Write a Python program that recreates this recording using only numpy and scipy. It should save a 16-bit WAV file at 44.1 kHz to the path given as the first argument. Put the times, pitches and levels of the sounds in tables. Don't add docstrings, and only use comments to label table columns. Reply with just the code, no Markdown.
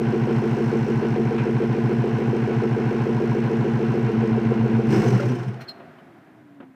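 import sys
import numpy as np
from scipy import signal
from scipy.fft import rfft, irfft, next_fast_len
from scipy.io import wavfile
from scipy.ndimage import uniform_filter1d

SR = 44100
rng = np.random.default_rng(int(sys.argv[2]) if len(sys.argv) > 2 else 0)


def dump_mix(stems):
    frames = np.atleast_2d(stems).T
    limited = np.clip(frames, -1, 1)
    pcm = np.round(limited * 32767).astype(np.int16)
    wavfile.write(sys.argv[1], SR, pcm)


N = 297665
T = np.arange(N) / SR
BINS = np.maximum(np.fft.rfftfreq(next_fast_len(2 * N, True), 1 / SR), 1)
FFT_SIZE = 2 * (len(BINS) - 1)

CYLINDERS = 8
LIFT_AT_S, LIFT_TAKES_S, UNLOAD_S = 3.902, 0.15, 4.07
CUT_S, SURGE_ATTACK_S, STOP_S = 4.89, 0.024, 5.7

# pitch in Hz, width in Hz, level in dB.
PIPE_MODES = [(126.45, 17.3, 4.5), (140, 18.6, -4.5), (214.3, 43, 0.3), (230.4, 24, 5), (261.8, 15.5, -5.5),
              (335.5, 76, -8), (345.1, 26, -0.7), (396, 96, -9.5), (438, 18.6, -7.5), (447.4, 21.2, -2.5)]


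def exhaust(times, cylinder, trim_db=-0.22, path_width_octaves=0.46):
    # lag in ms, strength in dB, pitch in Hz that its path to the tailpipe favours.
    loaded = [(-1.06, 4.5, 397), (5, 2.5, 169), (-0.65, 4, 372), (-1.5, -3, 203), (7, 8, 113),
              (4.5, 0.24, 295), (4.5, 4, 138), (5.5, 0.2, 127)]
    free = [(-6.5, 9, 590), (-4.5, 2.5, 400), (1.4, 4.5, 500), (-7, 1.3, 193), (2.5, 0, 276),
            (-2.5, 8.39, 140), (-1.5, 7.54, 118.0), (-1.71, 5, 156)]
    under_load = (times < UNLOAD_S)[:, None]
    lag_ms, db, hz = np.where(under_load, np.array(loaded)[cylinder], np.array(free)[cylinder]).T
    stray_ms, stray_db = (rng.standard_normal((len(times), 2)) * [0.09, 0.9]).T
    arrivals = times + (lag_ms + stray_ms) / 1000
    octaves_off = np.log2(np.array(PIPE_MODES)[::2, 0] / hz[:, None])
    path_db = -20 * np.log10(1 + (octaves_off / path_width_octaves) ** 2)
    return pipe(arrivals, (db + trim_db + stray_db)[:, None] + path_db)


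def pipe(times, register_db):
    out = 0
    for register, db in enumerate(register_db.T):
        pair = PIPE_MODES[2 * register:2 * register + 2]
        lower, upper = (undb(mode_db) * resonance(hz, width) for hz, width, mode_db in pair)
        out += filtered(pulses(times, undb(db) * SR / 1000), lower - upper)
    return out


def overtones(times, cylinder, rise_s=0.011):
    # place in the firing order, pitch in Hz, width in Hz, level in dB.
    hoarse_notes = [(0, 410, 125, -27.5), (0, 558, 80, -45), (0, 722, 110, -43), (4, 807, 90, -43),
                    (6, 882, 80, -46), (6, 978, 90, -38.5), (6, 1530, 200, -44)]
    age = T[:SR // 10] / rise_s
    puff = age * np.exp(1 - age)
    out = 0
    for slot, hz, width, db in hoarse_notes:
        puffs = repeated(puff, times, cylinder == slot)
        out += undb(db) * puffs * noise(resonance(hz, width))
    return out


def throb(crank, firing_db=-47, burble_db=-42):
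    # frequency in Hz, level in dB.
    burble_spectrum = [(25, -8.5), (50, -13.5), (85, -8.5), (130, -4), (260, -4.5), (480, 7), (600, 2.5)]
    running = np.interp(T, [5.0, 5.2], [1, 0])
    hum = undb(firing_db) * np.sin(2 * np.pi * crank)
    return running * (hum + undb(burble_db) * noise(colour(burble_spectrum)))


def gas(crank, times, cylinder, clatter_db=-4, spit_db=3, spit_decay_firings=0.24, unlit_share=0.6):
    # frequency in Hz, level in dB.
    rush_spectrum = [(380, -27), (650, -9), (711, 3.5), (764, -0.5), (921, -5.5), (974, -2), (1100, -4.5),
                     (1200, -10), (1510, -4.5), (1820, -11.5), (2170, -11.5), (2790, -14.5), (3390, -24.5),
                     (4500, -27.5), (5850, -60.5), (9900, -120)]
    hiss_spectrum = [(2060, -30.5), (3500, -8), (3830, -14.5), (4200, -0.5), (4630, -7.5), (5110, 3),
                     (6020, -0.5), (6880, -7.5), (8510, -10), (11300, -22), (14000, -16), (15000, -21.5)]
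    turbulence = rng.standard_normal(N) * undb(1.2 * walk(40))
    rush = unit(filtered(turbulence + undb(clatter_db) * clatter(times, cylinder), colour(rush_spectrum)))
    rush *= flow(idle_db=-36.5, lift_db=-0.5, surge_db=6.5, power=1.22)
    burning = 1 - (1 - unlit_share) * ramp(CUT_S, SURGE_ATTACK_S)
    since_puff = (crank + 0.13) % 1
    spit = burning * np.exp(-since_puff / spit_decay_firings) * undb(spit_db + 2 * walk(55))
    hiss = unit(filtered(rng.standard_normal(N) * (1 + spit), colour(hiss_spectrum)))
    hiss *= flow(idle_db=-58, lift_db=-1.5, surge_db=16, power=1.9)
    return rush + hiss * undb(2.5 * swell(0.69, 0.45))


def flow(idle_db, lift_db, surge_db, power):
    lift = lift_db * ramp(LIFT_AT_S, 2 * LIFT_TAKES_S)
    surge = surge_db * ramp(CUT_S, SURGE_ATTACK_S)
    return undb(idle_db + lift + surge) * spin() ** power


def clatter(times, cylinder, decay_s=0.014):
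    t = T[:SR // 20]
    rattles = rng.standard_normal((CYLINDERS, len(t))) * np.exp(-t / decay_s)
    return unit(sum(repeated(rattle, times, cylinder == c) for c, rattle in enumerate(rattles)))


def firing_rate(idle_hz=54.57, hunt_hz=0.611, hunt_peak_s=2.384, hunt_period_s=3.412, lift_hz=2.84):
    hunt = hunt_hz * np.cos(2 * np.pi * (T - hunt_peak_s) / hunt_period_s)
    return (idle_hz + hunt + lift_hz * ramp(LIFT_AT_S, LIFT_TAKES_S)) * spin()


def spin():
    return (1 - ramp(CUT_S, STOP_S - CUT_S)) ** 0.85


def run_down(boom_hz=126, drone_hz=218, rise_s=0.021, release_s=0.034, churn_db=-19):
    # peak time in seconds, boom in dB, drone in dB.
    strokes = [(4.929, -18, -17), (4.988, -19, -14), (5.078, -15, -17.5), (5.146, -10, -18),
               (5.264, -16.5, -29), (5.32, -21, -20), (5.403, -23, -36), (5.483, -20.5, -28.5),
               (5.552, -29.5, -37.5), (5.62, -39, -45)]
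    # frequency in Hz, level in dB.
    churn_spectrum = [(35, -28.5), (55, -17), (85, -30), (115, 3), (170, 1), (225, -1), (275, -7), (345, 3),
                      (450, -2), (540, -10), (700, -36.5)]
    boom, drone = tone(boom_hz, 3.89, 35), tone(drone_hz, 11.5, 35)
    chuffs = 0
    for s, boom_db, drone_db in strokes:
        envelope = swell(s, np.where(T < s, rise_s, release_s))
        chuffs += envelope * (undb(boom_db) * boom + undb(drone_db) * drone)
    churn_gain = undb(churn_db) * ramp(CUT_S, SURGE_ATTACK_S) * spin() ** 1.8
    return chuffs + churn_gain * noise(colour(churn_spectrum))


def valves(times, tick_db=-46, decay_s=0.0065, scatter_db=3):
    # ring pitch in Hz, width in Hz, level in dB.
    gear_modes = [(2930, 640, 3.5), (5270, 500, -6), (6000, 300, -6), (8500, 820, -9.5)]
    sizes = undb(scatter_db * rng.standard_normal(len(times)))
    ticks = repeated(np.exp(-T[:SR // 10] / decay_s), times, sizes)
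    ring = noise(sum(undb(db) * resonance(hz, width) for hz, width, db in gear_modes))
    return undb(tick_db) * ticks * spin() ** 0.5 * ring


def belt(sag_share=0.038, echo_db=-27, echo_s=0.077):
    # peak time and half length in seconds, pitch in Hz, level in dB, relative scrape in dB.
    squeaks = [(5.082, 0.012, 6000, -42, 0), (5.135, 0.011, 5850, -54, -11), (5.3, 0.0078, 5830, -47, -9),
               (5.617, 0.011, 4170, -48.5, 6), (5.693, 0.0091, 4190, -29, -23)]
    # multiple of the squeak's pitch, waver in Hz, level in dB.
    partials = [(.75, 250, -22), (1, 81, -1.5), (1.13, 200, -25), (1.239, 60.4, -22.5), (1.77, 151, -34),
                (2, 200, -33), (3, 200, -31)]
    # frequency in Hz, level in dB.
    scrape_spectrum = [(1500, 8), (3000, -3), (4250, -10), (4900, -11), (5600, -9), (7000, -20),
                       (11000, -23), (14500, -22)]
    out = 0
    for s, half_s, hz, db, scrape_db in squeaks:
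        pitch = hz * (1 + sag_share * np.clip((s - T) / half_s - 0.3, 0, 1))
        squeal = sum(undb(level) * tone(pitch * multiple, waver, 700) for multiple, waver, level in partials)
        scrape = undb(scrape_db) * noise(colour(scrape_spectrum))
        chirp = swell(s, half_s) + 0.32 * swell(s + 2 * half_s, 1.06 * half_s)
        echo = undb(echo_db) * (T > s) * np.exp(-abs(T - s) / echo_s)
        out += undb(db) * (chirp + echo) * (squeal + scrape)
    return out


def knocks(attack_s=0.0025, ring_width_share=0.073):
    # start in seconds, level in dB, decay in seconds, tilt in dB per octave,
    # ring pitch in Hz, relative ring level in dB.
    blows = [(1.38, -30.5, 0.025, 2.5, 2430, -6.5), (5.196, -30, 0.0066, -3, 1480, 6.5),
             (5.198, -41.5, 0.051, -10, 556, 13.5), (5.798, -42.5, 0.033, -2.5, 517.9, -2.5),
             (5.985, -52, .012, 3, 3000, -9), (6.601, -37.5, .019, -3, 269, 0.5),
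             (6.625, -42.5, 0.02, -4.5, 700, -6)]
    # frequency in Hz, level in dB.
    panel_spectrum = [(150, -14), (260, -1.5), (450, -7.5), (750, -7), (1500, -10.5), (3000, -18.5),
                      (5500, -43), (9000, -57), (15000, -63)]
    out = 0
    for s, db, decay_s, tilt_db, ring_hz, ring_db in blows:
        envelope = ramp(s, attack_s) * np.exp(-abs(T - s) / decay_s)
        rattle = noise(colour(panel_spectrum) * undb(tilt_db * np.log2(BINS / 1000)))
        ring = undb(ring_db) * noise(resonance(ring_hz, ring_width_share * ring_hz))
        out += undb(db) * envelope * (rattle + ring)
    return out


def fan(at_s=5.8, blade_hz=399, slows_per_s=0.455, body_hz=278, body_width_hz=19, body_db=14):
    # frequency in Hz, level in dB.
    wind_spectrum = [(53, -35), (90, -14), (142, -2), (195, -18), (241, -2), (325, -25), (367, 0),
                     (415, -9), (495, -18), (679, -3.5), (915, -17.5), (1500, -13.5), (6000, -46),
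                     (7800, -70), (13200, -120)]
    age = T - at_s
    hz = blade_hz * np.exp(-slows_per_s * age)
    boost = 1 + undb(body_db) / (1 + ((hz - body_hz) / body_width_hz) ** 2)
    note = undb(-55 - 9 * age + 2 * walk(20)) * boost * tone(hz, 3.23, 40)
    wind = undb(-47 - 16.5 * age) * noise(colour(wind_spectrum))
    return note * ramp(5.65, 0.17) + wind * ramp(5.45, 0.15)


def yard(level_db=-52.5):
    # frequency in Hz, level in dB.
    murmur_spectrum = [(41, -43), (70, -25), (123, -1), (295, -1.5), (494, -16.5), (647, -13), (906, -16),
                       (991, -12.5), (1240, -24), (1420, -17.5), (1820, -19.5), (4670, -39), (10000, -43),
                       (15000, -43.5)]
    return noise(colour(murmur_spectrum)) * undb(level_db + walk(2.6))


def undb(db):
    return 10 ** (np.asarray(db) / 20)


def unit(x):
    return x / np.std(x)


def filtered(x, response):
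    return irfft(rfft(x, FFT_SIZE) * response, FFT_SIZE)[:N]


def colour(points):
    hz, db = np.transpose(points)
    skirts = np.minimum(1, np.minimum(BINS / hz[0], hz[-1] / BINS)) ** 4
    return undb(np.interp(np.log(BINS), np.log(hz), db)) * skirts


def resonance(hz, width):
    return 1 / (1 + 1j * (BINS ** 2 - hz ** 2) / (BINS * width)) ** 2


def noise(response):
    return unit(filtered(rng.standard_normal(N), response))


def walk(rate):
    hold = int(SR / rate)
    steps = np.repeat(rng.standard_normal(N // hold + 1), hold)
    return 1.2 * uniform_filter1d(steps, hold)[:N]


def pulses(times, sizes):
    return np.bincount((times * SR).astype(int) % FFT_SIZE, sizes, FFT_SIZE)


def repeated(shape, times, sizes):
    return signal.fftconvolve(pulses(times, sizes)[:N], shape)[:N]


def tone(hz, waver_hz, rate):
    return np.sin(2 * np.pi * np.cumsum(hz + waver_hz * walk(rate)) / SR)


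def swell(peak_s, half_s):
    return np.exp(-((T - peak_s) / half_s) ** 2)


def ramp(start_s, length_s):
    return np.clip((T - start_s) / length_s, 0, 1)


def scene():
    rate = firing_rate()
    crank = 1.195 + np.cumsum(rate) / SR
    firing = np.arange(-4, int(crank[-1]))
    times = np.interp(firing, crank, T) + np.minimum(firing - crank[0], 0) / rate[0]
    cylinder = firing % CYLINDERS
    lit = times < CUT_S
    tailpipe = exhaust(times[lit], cylinder[lit]) + overtones(times[lit], cylinder[lit])
    engine = tailpipe + throb(crank) + gas(crank, times, cylinder)
    return (engine + yard() + run_down() + valves(times[~lit]) + belt() + fan() + knocks())[None]


def record(dry):
    return signal.sosfilt(signal.ellip(10, 0.1, 80, 15350, fs=SR, output="sos"), dry)


dry = scene()
out = record(dry)
dump_mix(out)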